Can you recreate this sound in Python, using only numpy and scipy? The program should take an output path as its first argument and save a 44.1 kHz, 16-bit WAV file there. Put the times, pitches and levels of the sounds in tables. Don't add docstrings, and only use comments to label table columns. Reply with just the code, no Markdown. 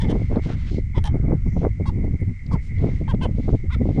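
import sys
import numpy as np
from scipy import signal
from scipy.fft import rfft, irfft
from scipy.io import wavfile

SR = 44100
rng = np.random.default_rng(int(sys.argv[2]) if len(sys.argv) > 2 else 0)


def file_out(sig):
    cols = np.atleast_2d(sig).T
    lim = np.clip(cols, -1, 1)
    pcm = np.round(lim * 32767).astype(np.int16)
    wavfile.write(sys.argv[1], SR, pcm)


N = 176400
T = np.arange(N) / SR

# frequency in Hz, boost or cut in dB.
CLICK_TONE = [(500, -36.5), (1000, 11), (2500, -1), (4200, 9), (5600, 5), (7500, -2), (8600, -2.5),
              (10000, -8.5), (11500, -24), (15000, -51.5)]


def catfish():
    # start, length, fastest moment and hardest moment in seconds, top clicks per second,
    # slowing and roughness from 0 to 1, click level in dB, then pitch in Hz and level in dB
    strokes = [ (-.004, 0.063, .028, .02, 501, 0.28, 0.31, -50, 810, -44, 1790, -48, 3320, -47.5, 5140, -67),
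               (.079, 0.055, .104, .104, 380, .15, 0.27, -53.5, 790, -42.5, 1750, -50, 3160, -48, 5940, -70),
               (0.942, 0.052, .964, .976, 514.3, 0.28, 0.22, -54.5, 910, -41, 2030, -47.5, 3280, -49.5, 5050, -65),
               (1.042, 0.056, 1.066, 1.066, 453.4, 0.18, 0.42, -51, 820, -38.5, 1720, -50, 3380, -52, 5740, -68),
               (1.853, 0.053, 1.875, 1.879, 566, 0.41, 0.058, -51.5, 910, -39, 2700, -57, 3500, -55.5, 4390, -63),
               (2.509, 0.058, 2.529, 2.532, 555, 0.34, 0.085, -53.5, 980, -38, 2010, -53, 3100, -63, 4770, -66),
               (3.075, 0.053, 3.099, 3.102, 534, .27, 0.03, -52.5, 914, -36.5, 1560, -45, 3150, -48, 4140, -68),
               (3.206, 0.061, 3.229, 3.236, 534.7, 0.28, 0.11, -49, 895, -38, 1490, -45.5, 2940, -42.5, 4150, -59.5),
               (3.699, 0.058, 3.732, 3.736, 514, .22, 0.073, -52.5, 1214, -42.5, 2070, -42.5, 3500, -48.5, 4930, -68)]
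    # start and end of a run of jerks in seconds, jerks per second, ring and snap gains in dB.
    catches = [(.0988, .122, 200, -57, -36.5), (1.0413, 1.06, 71, -37, -27), (1.062, 1.079, 159, -37, -33),
               (3.2334, 3.254, 177, -48, -39)]
    out = np.zeros(N)
    for stroke in strokes:
        add(out, stroke[0], croak(*stroke))
    echo_db, echo_fade_s = -11, .08
    t = T[:SR // 6]
    tail = rng.standard_normal(len(t)) * amp(-60 * t / echo_fade_s) * (t > .002)
    for start, end, rate, ring_db, snap_db in catches:
        for s in np.arange(start, end, 1 / rate):
            add(out, s, jerk(ring_db, snap_db))
    return out + amp(echo_db) * signal.fftconvolve(out, tail / np.linalg.norm(tail))[:N]


def croak(start, length, fastest, hardest, top_hz, droop, roughness, click_db, *rings, size=4096):
    ring_widths = [240, 330, 500, 700]
    ring_follows = [.1, .6, .8, .9]
    attack_s, release_s, press_s, shimmer_db = .004, .007, .011, 12
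    t = np.arange(size) / SR
    slowness = np.interp(start + t, [start, fastest, start + length], [-1, 0, 1]) ** 2
    rough = roughness + .16 * np.sqrt(slowness)
    wobble = .018 * drift(70, size) + .17 * rough * drift(260, size)
    ridges_passed = np.cumsum(top_hz * (1 - droop * slowness) * np.exp(wobble)) / SR
    clicks = unit(sum(np.cos(2 * np.pi * k * ridges_passed) for k in range(1, 32)))
    clicks *= amp(shimmer_db * rough * drift(260, size))
    scrape = 1.3 * rough * rng.standard_normal(size)
    fade = np.clip(t / attack_s, 0, 1) * np.clip((length - t) / release_s, 0, 1)
    grind = (clicks + scrape) * fade
    pressure = .2 + np.exp(-.5 * ((start + t - hardest) / press_s) ** 2)
    sound = amp(click_db) * unit(colour(grind * pressure, CLICK_TONE))
    for hz, db, width, follow in zip(rings[::2], rings[1::2], ring_widths, ring_follows):
        sound += amp(db) * unit(ring(grind * pressure ** follow, hz, width))
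    return sound * np.sqrt(length * SR / size)


def jerk(ring_db, snap_db, size=2048):
    # pitch in Hz, relative level in dB, seconds to fade by 60 dB.
    bone_tones = [(890, -3, 0.036), (1720, -8.5, 0.086), (3120, -2.5, 0.053), (2870, -7, 0.011),
                  (3800, -5.5, 0.018), (5500, -7.5, 0.013), (8700, -9.5, 0.01), (10500, -22.5, 0.012)]
    t = np.arange(size) / SR
    bones = np.zeros(size)
    for hz, db, fade_s in bone_tones:
        pitch = hz * (1 + .01 * rng.standard_normal())
        bones += amp(db - 60 * t / fade_s) * np.sin(2 * np.pi * pitch * t)
    snap = colour(rng.standard_normal(size) * np.exp(-t / .00011), CLICK_TONE)
    snap = snap / abs(snap).max() * (t < t[-1] / 2)
    treble_cut = signal.butter(8, 10800, fs=SR, output="sos")
    return signal.sosfilt(treble_cut, amp(ring_db) * bones + amp(snap_db) * snap)


def wind_rumble():
    # frequency in Hz, boost or cut in dB.
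    rumble_tone = [(8, -19.5), (25, 1), (55, -0.5), (88, -0.5), (125, -5.5), (180, -12.5), (260, -21),
                   (400, -38.5), (700, -52.5), (1400, -64), (15000, -130)]
    # time in seconds, relative level in dB.
    wind_levels = [(0.0, -21), (0.97, -26.5), (0.98, -21), (2.16, -23), (2.18, -36), (2.26, -20),
                   (2.39, -37.5), (2.55, -20), (2.66, -36), (2.78, -18.5), (3.07, -26.5), (3.09, -21.5),
                   (3.48, -22.5), (3.53, -14.5), (3.58, -32.5), (3.71, -20), (3.95, -23.5), (4.0, -41)]
    split_hz, deep_flutter_db, upper_flutter_db = 150, .36, 11
    air = unit(colour(rng.standard_normal(N), rumble_tone))
    small_swirls = irfft(rfft(air) / (1 + (split_hz / frequencies(N)) ** 4), N)
    deep = (air - small_swirls) * amp(deep_flutter_db * drift(12))
    upper = small_swirls * amp(upper_flutter_db * np.tanh(drift(18)))
    level_db = 1.5 + np.interp(T, *np.transpose(wind_levels))
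    sway = amp(-31.5) * drift(50)
    return unit(deep + upper) * amp(level_db) + sway


def wind_gusts(size=8192):
    # middle and length in seconds, relative level in dB, Hz where the treble falls away.
    gusts = [(0.052, 0.023, -19.5, 394), (0.094, 0.03, -24.5, 516), (0.136, 0.051, -19, 510),
             (0.218, 0.0078, -21.5, 474), (0.321, 0.018, -21.5, 497), (0.371, 0.02, -15, 750),
             (0.466, 0.013, -21.5, 453), (0.506, 0.019, -24, 585), (0.733, 0.035, -23, 278),
             (0.785, 0.017, -19, 273), (0.979, 0.011, -13, 429), (1.155, 0.017, -16, 416),
             (1.196, 0.014, -26, 340), (1.252, 0.025, -19.5, 323), (1.297, 0.036, -20, 440),
             (1.326, 0.026, -16.5, 500), (1.466, 0.0094, -27.5, 480), (1.616, 0.011, -27, 430),
             (1.57, 0.012, -16, 450), (1.651, 0.023, -17.5, 640), (1.812, 0.022, -23, 358),
             (1.957, 0.08, -24, 220), (1.987, 0.016, -25.5, 350), (2.047, 0.027, -21.5, 390),
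             (2.079, 0.014, -25, 443), (2.144, 0.026, -23.5, 330), (2.228, 0.02, -16.5, 257),
             (2.543, 0.04, -28, 600), (2.836, 0.039, -20, 452), (2.883, 0.029, -23, 500),
             (3.018, 0.018, -21.5, 313), (3.141, 0.011, -16.5, 441), (3.218, 0.0069, -27, 556),
             (3.243, 0.019, -25.5, 710), (3.259, 0.0086, -18, 603), (3.291, 0.0071, -20.5, 361),
             (3.393, 0.02, -19, 330), (3.489, 0.015, -17.5, 507), (3.543, 0.019, -15, 388),
             (3.647, 0.013, -23.5, 236), (3.767, 0.0077, -27, 320), (3.819, 0.018, -15, 270),
             (3.86, 0.044, -23.5, 394), (3.895, 0.029, -18.5, 356), (3.955, 0.029, -25, 253),
             (3.988, 0.018, -11.5, 390)]
    low_cut_hz, flutter_db = 107, 4
    out, t = np.zeros(N), (np.arange(size) - size / 2) / SR
    for middle, length, db, top_hz in gusts:
        swell = 1 / np.cosh(t / (.44 * length))
        air = noise(lambda f: (1 + (f / top_hz) ** 2) ** -2.248 / np.hypot(1, (low_cut_hz / f) ** 2), size)
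        flutter = amp(flutter_db * drift(90, size))
        puff = unit(air * swell * flutter) * np.sqrt(np.mean(swell ** 2))
        add(out, middle + t[0], amp(db - 1) * puff)
    return out


def wind_thuds(pitch_hz=423, size=2048):
    # time in seconds, level in dB, fade time in seconds.
    thuds = [(.1548, -17, 0.00044), (.3263, -19, 0.00046), (0.364, -27, 0.004), (0.3689, -21, 0.0012),
             (.3804, -24, 0.0011), (0.9823, -28, 0.00033), (1.165, -33, 0.00065), (1.3209, -15.5, 0.00028),
             (1.5673, -22, 0.0004), (1.6506, -8, 0.00027), (1.6687, -14, 0.0023), (1.8006, -21, 0.00078),
             (2.049, -30, 0.00076), (3.017, -28.5, 0.00084), (3.1366, -27.5, 0.0015),
             (3.1483, -23.5, 0.0014), (3.2649, -15.5, 0.00045), (3.3855, -23.5, 0.00099),
             (3.4926, -16, 0.00028), (3.5352, -16, 0.001), (3.8563, -18, 0.00059), (3.8908, -16.5, 0.00088)]
    out, t = np.zeros(N), (np.arange(size) - size / 2) / SR
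    for s, db, fade_s in thuds:
        wave = np.sin(2 * np.pi * (pitch_hz * t + rng.random()))
        add(out, s + t[0], amp(db) * wave / np.cosh(t / fade_s))
    return out


def crickets():
    # time in seconds, relative level in dB.
    chorus_levels = [(0, -49.5), (.8, -53), (2.0, -51.5), (2.4, -52.5), (2.75, -48), (3.2, -53.5),
                     (3.55, -56.5), (4, -52.5)]
    pitch_hz, width_hz, sag_hz = 2101, 143, 25.2
    period_s, peak_at_s, pulse_db, waver_db = .1775, 2.38, 3.5, 2.16
    pulse = np.cos(2 * np.pi * (T - peak_at_s) / period_s)
    band = noise(lambda f: 1 / (1 + (abs(f - pitch_hz) / width_hz) ** 2.7))
    trill = (signal.hilbert(band) * np.exp(1j * sag_hz * period_s * pulse)).real
    chorus_db = np.interp(T, *np.transpose(chorus_levels)) - 2
    return trill * amp(chorus_db + pulse_db * pulse + waver_db * drift(21))


def night_air():
    # frequency in Hz, boost or cut in dB.
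    air_tone = [(200, 14), (700, -2.5), (1300, 5.5), (2500, 4.5), (3600, -2.5), (5500, -2.5), (7800, -4.5),
                (9000, -12), (11000, -21.5), (15000, -34.5)]
    return amp(-62) * unit(colour(rng.standard_normal(N), air_tone))


def rustles(top_hz=8800, grain_db=1.2, size=32768):
    # middle and length in seconds, level in dB, centre in Hz, spread in octaves.
    swells = [(0.178, 0.39, -57, 1540, 1.3), (0.348, 0.055, -53, 1600, 0.62),
              (0.455, 0.059, -50, 1800, 1.17), (0.516, 0.058, -44, 970, 1.29),
              (0.612, 0.085, -53, 1750, 1.07), (0.683, 0.041, -49, 2030, 0.93),
              (0.742, 0.081, -54.5, 3720, 0.63), (0.743, 0.084, -60, 4160, 0.067),
              (1.211, 0.37, -61, 1350, 0.24), (1.557, 0.18, -66, 5950, 0.2),
              (1.612, 0.067, -60, 2750, 0.54), (2.659, 0.074, -61, 3470, 1.5),
              (2.895, 0.22, -57, 2000, 1.06), (3.469, 0.21, -60.5, 2950, 0.83),
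              (3.945, 0.22, -60, 2630, 0.81)]
    out, t = np.zeros(N), (np.arange(size) - size / 2) / SR
    for middle, length, db, hz, octaves in swells:
        hiss = noise(lambda f: hump(f, hz, octaves) / (1 + (f / top_hz) ** 8), size)
        swell = np.exp(-abs(2 * t / length) ** 3 / 2)
        add(out, middle + t[0], hiss * swell * amp(db + grain_db * drift(200, size)))
    return out


def ticks(fade_s=.0024, size=1024):
    # start in seconds, relative level in dB, pitch in Hz.
    taps = [(0.359, -44, 3900), (2.464, -42.5, 4100), (2.783, -43, 3400), (3.146, -45.5, 3400),
            (2.208, -58, 9200)]
    out, t = np.zeros(N), np.arange(size) / SR
    fade = np.minimum(2 * t / fade_s, 1) * np.exp(-t / fade_s)
    for s, db, hz in taps:
        add(out, s, amp(db) * fade * noise(lambda f: hump(f, hz, octaves=.28), size))
    return out


def squeaks(width_s=.0099):
    # middle in seconds, level in dB.
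    wisps = [(1.543, -76), (2.272, -79), (2.8, -78)]
    level = sum(amp(db) * np.exp(-.5 * ((T - s) / width_s) ** 2) for s, db in wisps)
    return level * noise(lambda f: hump(f, centre_hz=10250, octaves=.049))


def amp(db):
    return 10 ** (np.asarray(db) / 20)


def unit(x):
    return x / np.sqrt(np.mean(x ** 2) + 1e-20)


def frequencies(size):
    return np.maximum(np.fft.rfftfreq(size, 1 / SR), 1)


def colour(x, points):
    f, db = np.transpose(points)
    hz = np.fft.rfftfreq(len(x), 1 / SR)
    gain = amp(np.interp(np.log(hz + 1), np.log(f), db))
    return irfft(rfft(x) * gain, len(x))


def noise(shape, size=N):
    return unit(irfft(rfft(rng.standard_normal(size)) * shape(frequencies(size)), size))


def drift(rate_hz, size=N):
    return noise(lambda f: 1 / (1 + (f / rate_hz) ** 4), size)


def hump(hz, centre_hz, octaves):
    return np.exp(-.5 * (np.log2(hz / centre_hz) / octaves) ** 2)


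def ring(x, hz, width_hz):
    b, a = signal.iirpeak(hz, hz / (1.5 * width_hz), SR)
    return signal.lfilter(b, a, signal.lfilter(b, a, x))


def add(mix, s, sound):
    at = round(s * SR)
    sound = sound[max(-at, 0):]
    part = mix[max(at, 0):][:len(sound)]
    part += sound[:len(part)]


def scene():
    wind = wind_rumble() + wind_gusts() + wind_thuds()
    night = crickets() + night_air() + rustles() + ticks() + squeaks()
    return (catfish() + wind + night)[None]


def record(dry):
    treble_cut = signal.firwin(511, 15100, window=("kaiser", 9), fs=SR)
    return signal.oaconvolve(dry, treble_cut[None], "same")


dry = scene()
out = record(dry)
file_out(out)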